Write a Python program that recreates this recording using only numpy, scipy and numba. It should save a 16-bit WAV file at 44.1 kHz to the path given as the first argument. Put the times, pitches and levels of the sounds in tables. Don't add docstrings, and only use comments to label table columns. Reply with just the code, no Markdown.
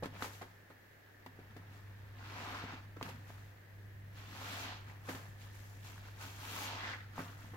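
import sys
import numpy as np
from scipy import signal
from scipy.fft import rfft, irfft
from scipy.io import wavfile
from scipy.ndimage import map_coordinates
from numba import njit

SR = 44100
rng = np.random.default_rng(int(sys.argv[2]) if len(sys.argv) > 2 else 0)


def file_out(sig):
    cols = np.atleast_2d(sig).T
    lim = np.clip(cols, -1, 1)
    pcm = np.round(lim * 32767).astype(np.int16)
    wavfile.write(sys.argv[1], SR, pcm)


N = 333396
T = np.arange(N) / SR
TOP_HZ = 15800

# start_s, level_db, plop_hz, plop_db, spray_db, fade_s
GOBS = [ (0.025, -34, 480, 2, -16, 0.0048), (0.031, -34, 420, 10, -9.5, 0.02),
        (0.057, -35, 165, 4, -7.5, 0.0051), (0.223, -32, 1280, 14, 1, 0.0052),
        (0.245, -41.5, 1010, 15, 0, 0.022), (0.413, -37.5, 700, -2, -10.5, 0.023),
        (0.7, -47.5, 540, -5, -11, 0.016), (1.262, -38, 450, -3, -8.5, 0.0061),
        (1.39, -47.5, 380, 7.5, -12, 0.014), (1.564, -42.5, 352, 4, -10, .013),
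        (2.639, -41.5, 200, 8, -6, 0.0052), (2.735, -44.5, 249, 9, -18, 0.011),
        (2.965, -42.5, 623, 2, -14, 0.013), (3.012, -34.5, 1040, 10, -19, 0.0056),
        (3.027, -32, 840, 3, 1.5, 0.0031), (3.087, -40.5, 700, -6, -3.5, 0.013),
        (3.303, -44.5, 680, 10.5, -10, 0.004), (5.086, -32, 400, -5, -13, 0.016),
        (5.147, -41.5, 268, 0, -6, .018), (5.979, -45.5, 1520, 11.5, -1, 0.0023),
        (6.212, -49, 1100, -5, 2, 0.0049), (7.180, -35, 920, 11.5, -15, 0.007),
        (7.191, -33, 191, -1, -34, 0.016), (7.535, -43, 260, -9, -18, 0.023)]


def sponge(full_flow_db=-58):
    # pitch_hz, level_db
    squelch_tone = [(100, -30), (165, -6.5), (265, 2.5), (340, -3), (540, -4.5), (900, 3), (1100, 1.5),
                    (1400, 2.5), (2600, -6), (4000, -30.5), (8000, -45)]
    froth_tone = [(1200, -20.5), (2300, 3.5), (3000, 2.5), (4200, 0.5), (6500, -8.5), (8200, -17.5),
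                  (11000, -39)]
    fizz_tone = [(4000, -1), (6800, 3), (9000, -5), (12000, 1.5), (15500, -1.5)]
    squelch_gain, froth_gain, fizz_gain = np.sqrt(squeezes() + squishes() + suds())
    busy = np.clip(froth_gain / undb(full_flow_db), .3, 1)
    big = bubbles(144, 4150, cycles=7.1, spread_db=0.17, count=50000, busy=busy, patchy_db=3)
    small = bubbles(1710, 9900, cycles=4.2, spread_db=0, count=60000, busy=busy, patchy_db=4)
    finest = bubbles(4730, TOP_HZ, cycles=3.8, spread_db=-1, count=50000, busy=busy)
    squelch = unit(colour(big, squelch_tone)) * squelch_gain * pan(1.1)
    froth = unit(colour(small, froth_tone)) * froth_gain * pan(-1.3)
    fizz = unit(colour(finest, fizz_tone)) * fizz_gain * pan(4.5)
    return squelch + froth + fizz


def squeezes(grip_s=0.3, ease_db_per_s=158, flood_s=0.1, sag_db=-3, choke_db=-20):
    # start_s, ease_at_s, flood_at_s, froth_db, squelch_db, fizz_db
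    grips = [(2.125, 2.738, 2.58, -56.5, 6.7, -11.5), (4.217, 4.728, 4.64, -53.5, 3.5, -6),
             (6.303, 6.915, 6.65, -51, 1.5, -3)]
    power = 0
    for start_s, ease_at_s, flood_at_s, froth_db, squelch_db, fizz_db in grips:
        closing = np.clip((T - start_s) / grip_s, 0, 1)
        easing = undb(-ease_db_per_s * np.maximum(T - ease_at_s, 0))
        flooded = np.clip((T - flood_at_s) / flood_s, 0, 1)
        flow_db = froth_db + sag_db * flooded
        gains = undb([flow_db + squelch_db, flow_db, froth_db + fizz_db + choke_db * flooded])
        power = power + (closing * easing * gains) ** 2
    return power


def squishes():
    # peak_s, froth_db, squelch_db, fizz_db, fade_s
    moves = [(0.162, -62, 6, -14, 0.022), (0.238, -56.5, 10, 1.5, .045), (0.34, -64, -3, 0, 0.068),
             (1.74, -71, 5, -3, 0.07), (3.06, -61, 9.5, -4, 0.071), (3.29, -69.5, 6.5, -1.5, .16),
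             (4.178, -63.5, 3.5, -6, 0.14), (4.889, -70.5, 14, -2.5, 0.065), (5.099, -58, 7.5, 0, 0.096),
             (5.42, -64.5, 0, -3.5, 0.086), (5.55, -71, 4.5, 3, 0.37), (5.861, -62.5, 2.5, -2, 0.13),
             (6.06, -65, 6.5, -9, 0.076), (6.225, -56.5, 3.5, -2, 0.11), (7.188, -60, 7.5, -2.5, 0.12),
             (7.41, -69, 6, -1, 0.18)]
    return sum(np.outer(undb([db + squelch_db, db, db + fizz_db]), rush(peak_s, fade_s)) ** 2
               for peak_s, db, squelch_db, fizz_db, fade_s in moves)


def gurgle(pitch_ratio=1.226):
    # start_s, end_s, pitch_hz, level_db
    gurgles = [(6.57, 6.794, 920, -53), (6.833, 6.938, 1637, -49)]
    out = 0
    for start_s, end_s, hz, db in gurgles:
        cloud = unit(bubbles(hz / pitch_ratio, hz * pitch_ratio, cycles=10.5, spread_db=1.5, count=5000))
        out = out + cloud * undb(db + swell(start_s, end_s, rise_db_per_s=247, fall_db_per_s=164))
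    return out


def splats():
    # pitch_hz, level_db
    spatter_tone = [(80, -13), (170, -5.5), (260, 0.5), (430, 4), (650, -1.5), (950, -1.5), (2000, -5.5),
                    (9000, -58)]
    spray_tone = [(800, -13), (2200, 6.5), (3800, 3), (9000, -9), (12000, -7), (15500, -6)]
    start_s, level_db, plop_hz, plop_db = np.transpose(GOBS)[:4]
    each = np.ones(len(GOBS))
    size = undb(level_db + plop_db - 3.5)
    plops = ring(start_s, plop_hz, 4.8 * each, size, 0.) - ring(start_s, plop_hz, 0.48 * each, size, 0.)
    spatter_gain, spray_gain = np.zeros((2, N))
    for land_s, db, _, _, spray_db, fade_s in GOBS:
        first = int(land_s * SR)
        age = T[:min(N - first, SR // 4)]
        shower = undb(db) * (1 - np.exp(-10 * age / fade_s)) * np.exp(-age / fade_s)
        spatter_gain[first:first + len(age)] += shower
        spray_gain[first:first + len(age)] += shower * undb(spray_db)
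    spatter = unit(colour(bubbles(152.5, 3900, cycles=6.8, spread_db=0.5, count=30000), spatter_tone))
    spray = unit(colour(bubbles(1280, 14200, cycles=6.3, spread_db=1.5, count=70000), spray_tone))
    return plops + undb(-6.5) * spatter_gain * spatter + undb(-8.5) * spray_gain * spray


def thuds(low_hz=330, thud_db=-11):
    # pitch_hz, level_db, ring_s (time to fade by 60 dB)
    basin_notes = [(170.2, -6, 0.4), (256.6, -2.5, 0.25)]
    start_s, level_db, plop_hz = np.transpose(GOBS)[:3]
    weight = undb(level_db + thud_db) * np.minimum(low_hz / plop_hz, 1)
    each = np.ones(len(GOBS))
    return sum(ring(start_s, hz * each, hz * ring_s * 5 / np.log(1000) * each, weight * undb(db), 0.)
               for hz, db, ring_s in basin_notes)


def sloshes():
    # peak_s, level_db, fade_s
    shifts = [(0.115, -52.5, 0.075), (1.42, -62.5, 0.22), (3.07, -54.5, 0.12), (7.46, -58, 0.15)]
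    gulps = unit(bubbles(118, 263, cycles=5.5, spread_db=3, count=1500))
    return gulps * sum(undb(db) * rush(peak_s, fade_s) for peak_s, db, fade_s in shifts)


def suds(lift_s=1.45, drained_s=2.15, squelch_db=-69.5, froth_db=-79):
    # squelch_db, froth_db, fizz_db
    resting_db = (-79, -81, -85.5)
    flow = undb(swell(lift_s, drained_s, rise_db_per_s=48, fall_db_per_s=48))
    trickle = np.outer([undb(squelch_db), undb(froth_db), 0], flow)
    return undb(resting_db)[:, None] ** 2 + trickle ** 2


def sink(sound, basin_db=-8, basin_ring_s=0.13, room_db=-13, room_ring_s=0.99, wall_hz=380):
    age = T[:SR // 2]
    echoes = 0
    for db, ring_s in ((basin_db, basin_ring_s), (room_db, room_ring_s)):
        tail = diffuse(len(age), 330) * np.exp(-np.log(1000) * age / ring_s) * (age > .0015)
        echoes = echoes + undb(db) * tail / np.linalg.norm(tail[0])
    echoes = signal.sosfilt(signal.butter(2, wall_hz, "high", fs=SR, output="sos"), echoes)
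    return sound + signal.oaconvolve(sound, echoes, axes=1)[:, :N]


def hum_and_hiss(hum_hz=100.1, hum_db=-52.5, hiss_db=-64.5):
    # middle_s, half_length_s, depth_db
    dips = [(0.92, 0.52, 15), (3.62, 0.11, 8)]
    # pitch_hz, level_db
    rumble_tone = [(15, -5), (50, 1.5), (120, 2), (170, -3.5), (250, -9.5), (900, -40.5)]
    hiss_tone = [(30, -7), (270, -1), (500, -1), (1100, -8.5), (1400, -7), (1750, 2.5), (2300, -9),
                 (3300, -17.5), (9000, -29), (12000, -21.5), (15500, -18.5)]
    dip_db = sum(depth_db * np.exp(-((T - middle_s) / half_s) ** 2) for middle_s, half_s, depth_db in dips)
    hum = np.sqrt(2) * np.sin(2 * np.pi * hum_hz * T)
    rumble = unit(colour(diffuse(N, 226), rumble_tone)) * undb(-8)
    hiss = unit(colour(diffuse(N, 300), hiss_tone)) * undb(hiss_db)
    return undb(hum_db - dip_db) * (hum + rumble) + hiss


def bubbles(low_hz, high_hz, cycles, spread_db, count, busy=None, patchy_db=0, glide=0.19):
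    when, pitch, life, sign, rank, turn = rng.random((count, 6)).T
    start_s = when * N / SR
    hz = low_hz * (high_hz / low_hz) ** pitch
    size = np.sign(sign - .5) * hz * undb(-spread_db * np.log(np.maximum(rank, .004)))
    pockets = rng.standard_normal((190, 44))
    flurry = map_coordinates(pockets, [when * len(pockets), pitch * len(pockets.T)], order=1, mode="mirror")
    size = size * undb(patchy_db * flurry)
    if busy is not None:
        share = np.interp(start_s, T, busy)
        size = size * (turn < share) / np.sqrt(share)
    own_cycles = cycles * 2 ** (2 * life - 1)
    lag_s = (0.17 + 0.14 * rng.standard_normal(count)) / 1000
    return np.array([ring(start_s + side * lag_s / 2, hz, own_cycles, size, glide) for side in (-1, 1)])


@njit
def ring(start_s, hz, cycles, size, glide):
    out = np.zeros(N)
    for k in range(len(start_s)):
        length = cycles[k] * SR / hz[k]
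        first = int(start_s[k] * SR) + 1
        rate = 2j * np.pi * hz[k] / SR - 5 / length
        wave = size[k] * np.exp(rate * (first - start_s[k] * SR))
        step = np.exp(rate)
        bend = np.exp(2j * np.pi * hz[k] / SR * glide / length)
        for i in range(max(first, 0), min(first + int(length), N)):
            out[i] += wave.imag
            wave *= step
            step *= bend
    return out


def swell(start_s, end_s, rise_db_per_s, fall_db_per_s):
    return -rise_db_per_s * np.maximum(start_s - T, 0) - fall_db_per_s * np.maximum(T - end_s, 0)


def rush(peak_s, fade_s, rise_s=0.032):
    age = T - peak_s
    return np.exp(-np.minimum(np.maximum(-age / rise_s, age / fade_s), 20))


def colour(sound, tone, size=2048):
    hz, db = np.transpose(tone)
    bins = np.maximum(np.fft.rfftfreq(size, 1 / SR), 1)
    gains = undb(np.interp(np.log(bins), np.log(hz), db))
    folded = irfft(np.log(gains))
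    folded[1:size // 2] *= 2
    folded[size // 2 + 1:] = 0
    response = irfft(np.exp(rfft(folded)))
    return signal.oaconvolve(sound, response[None] / np.linalg.norm(response))[:, :sound.shape[1]]


def diffuse(count, shared_hz):
    mid, side = rfft(rng.standard_normal((2, count)))
    alike = 1 / (1 + (np.fft.rfftfreq(count, 1 / SR) / shared_hz) ** 2)
    mid, side = mid * np.sqrt((1 + alike) / 2), side * np.sqrt((1 - alike) / 2)
    return irfft(np.array([mid + side, mid - side]), count)


def pan(db):
    return undb(np.array([[db], [-db]]) / 2)


def unit(pair):
    return pair / np.sqrt(np.mean(pair.mean(0) ** 2))


def undb(db):
    return 10 ** (np.asarray(db) / 20)


def scene():
    return sink(sponge() + gurgle() + splats() + thuds() + sloshes()) + hum_and_hiss()


def record(dry):
    return signal.sosfilt(signal.ellip(10, .2, 70, TOP_HZ, fs=SR, output="sos"), dry)


dry = scene()
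out = record(dry)
file_out(out)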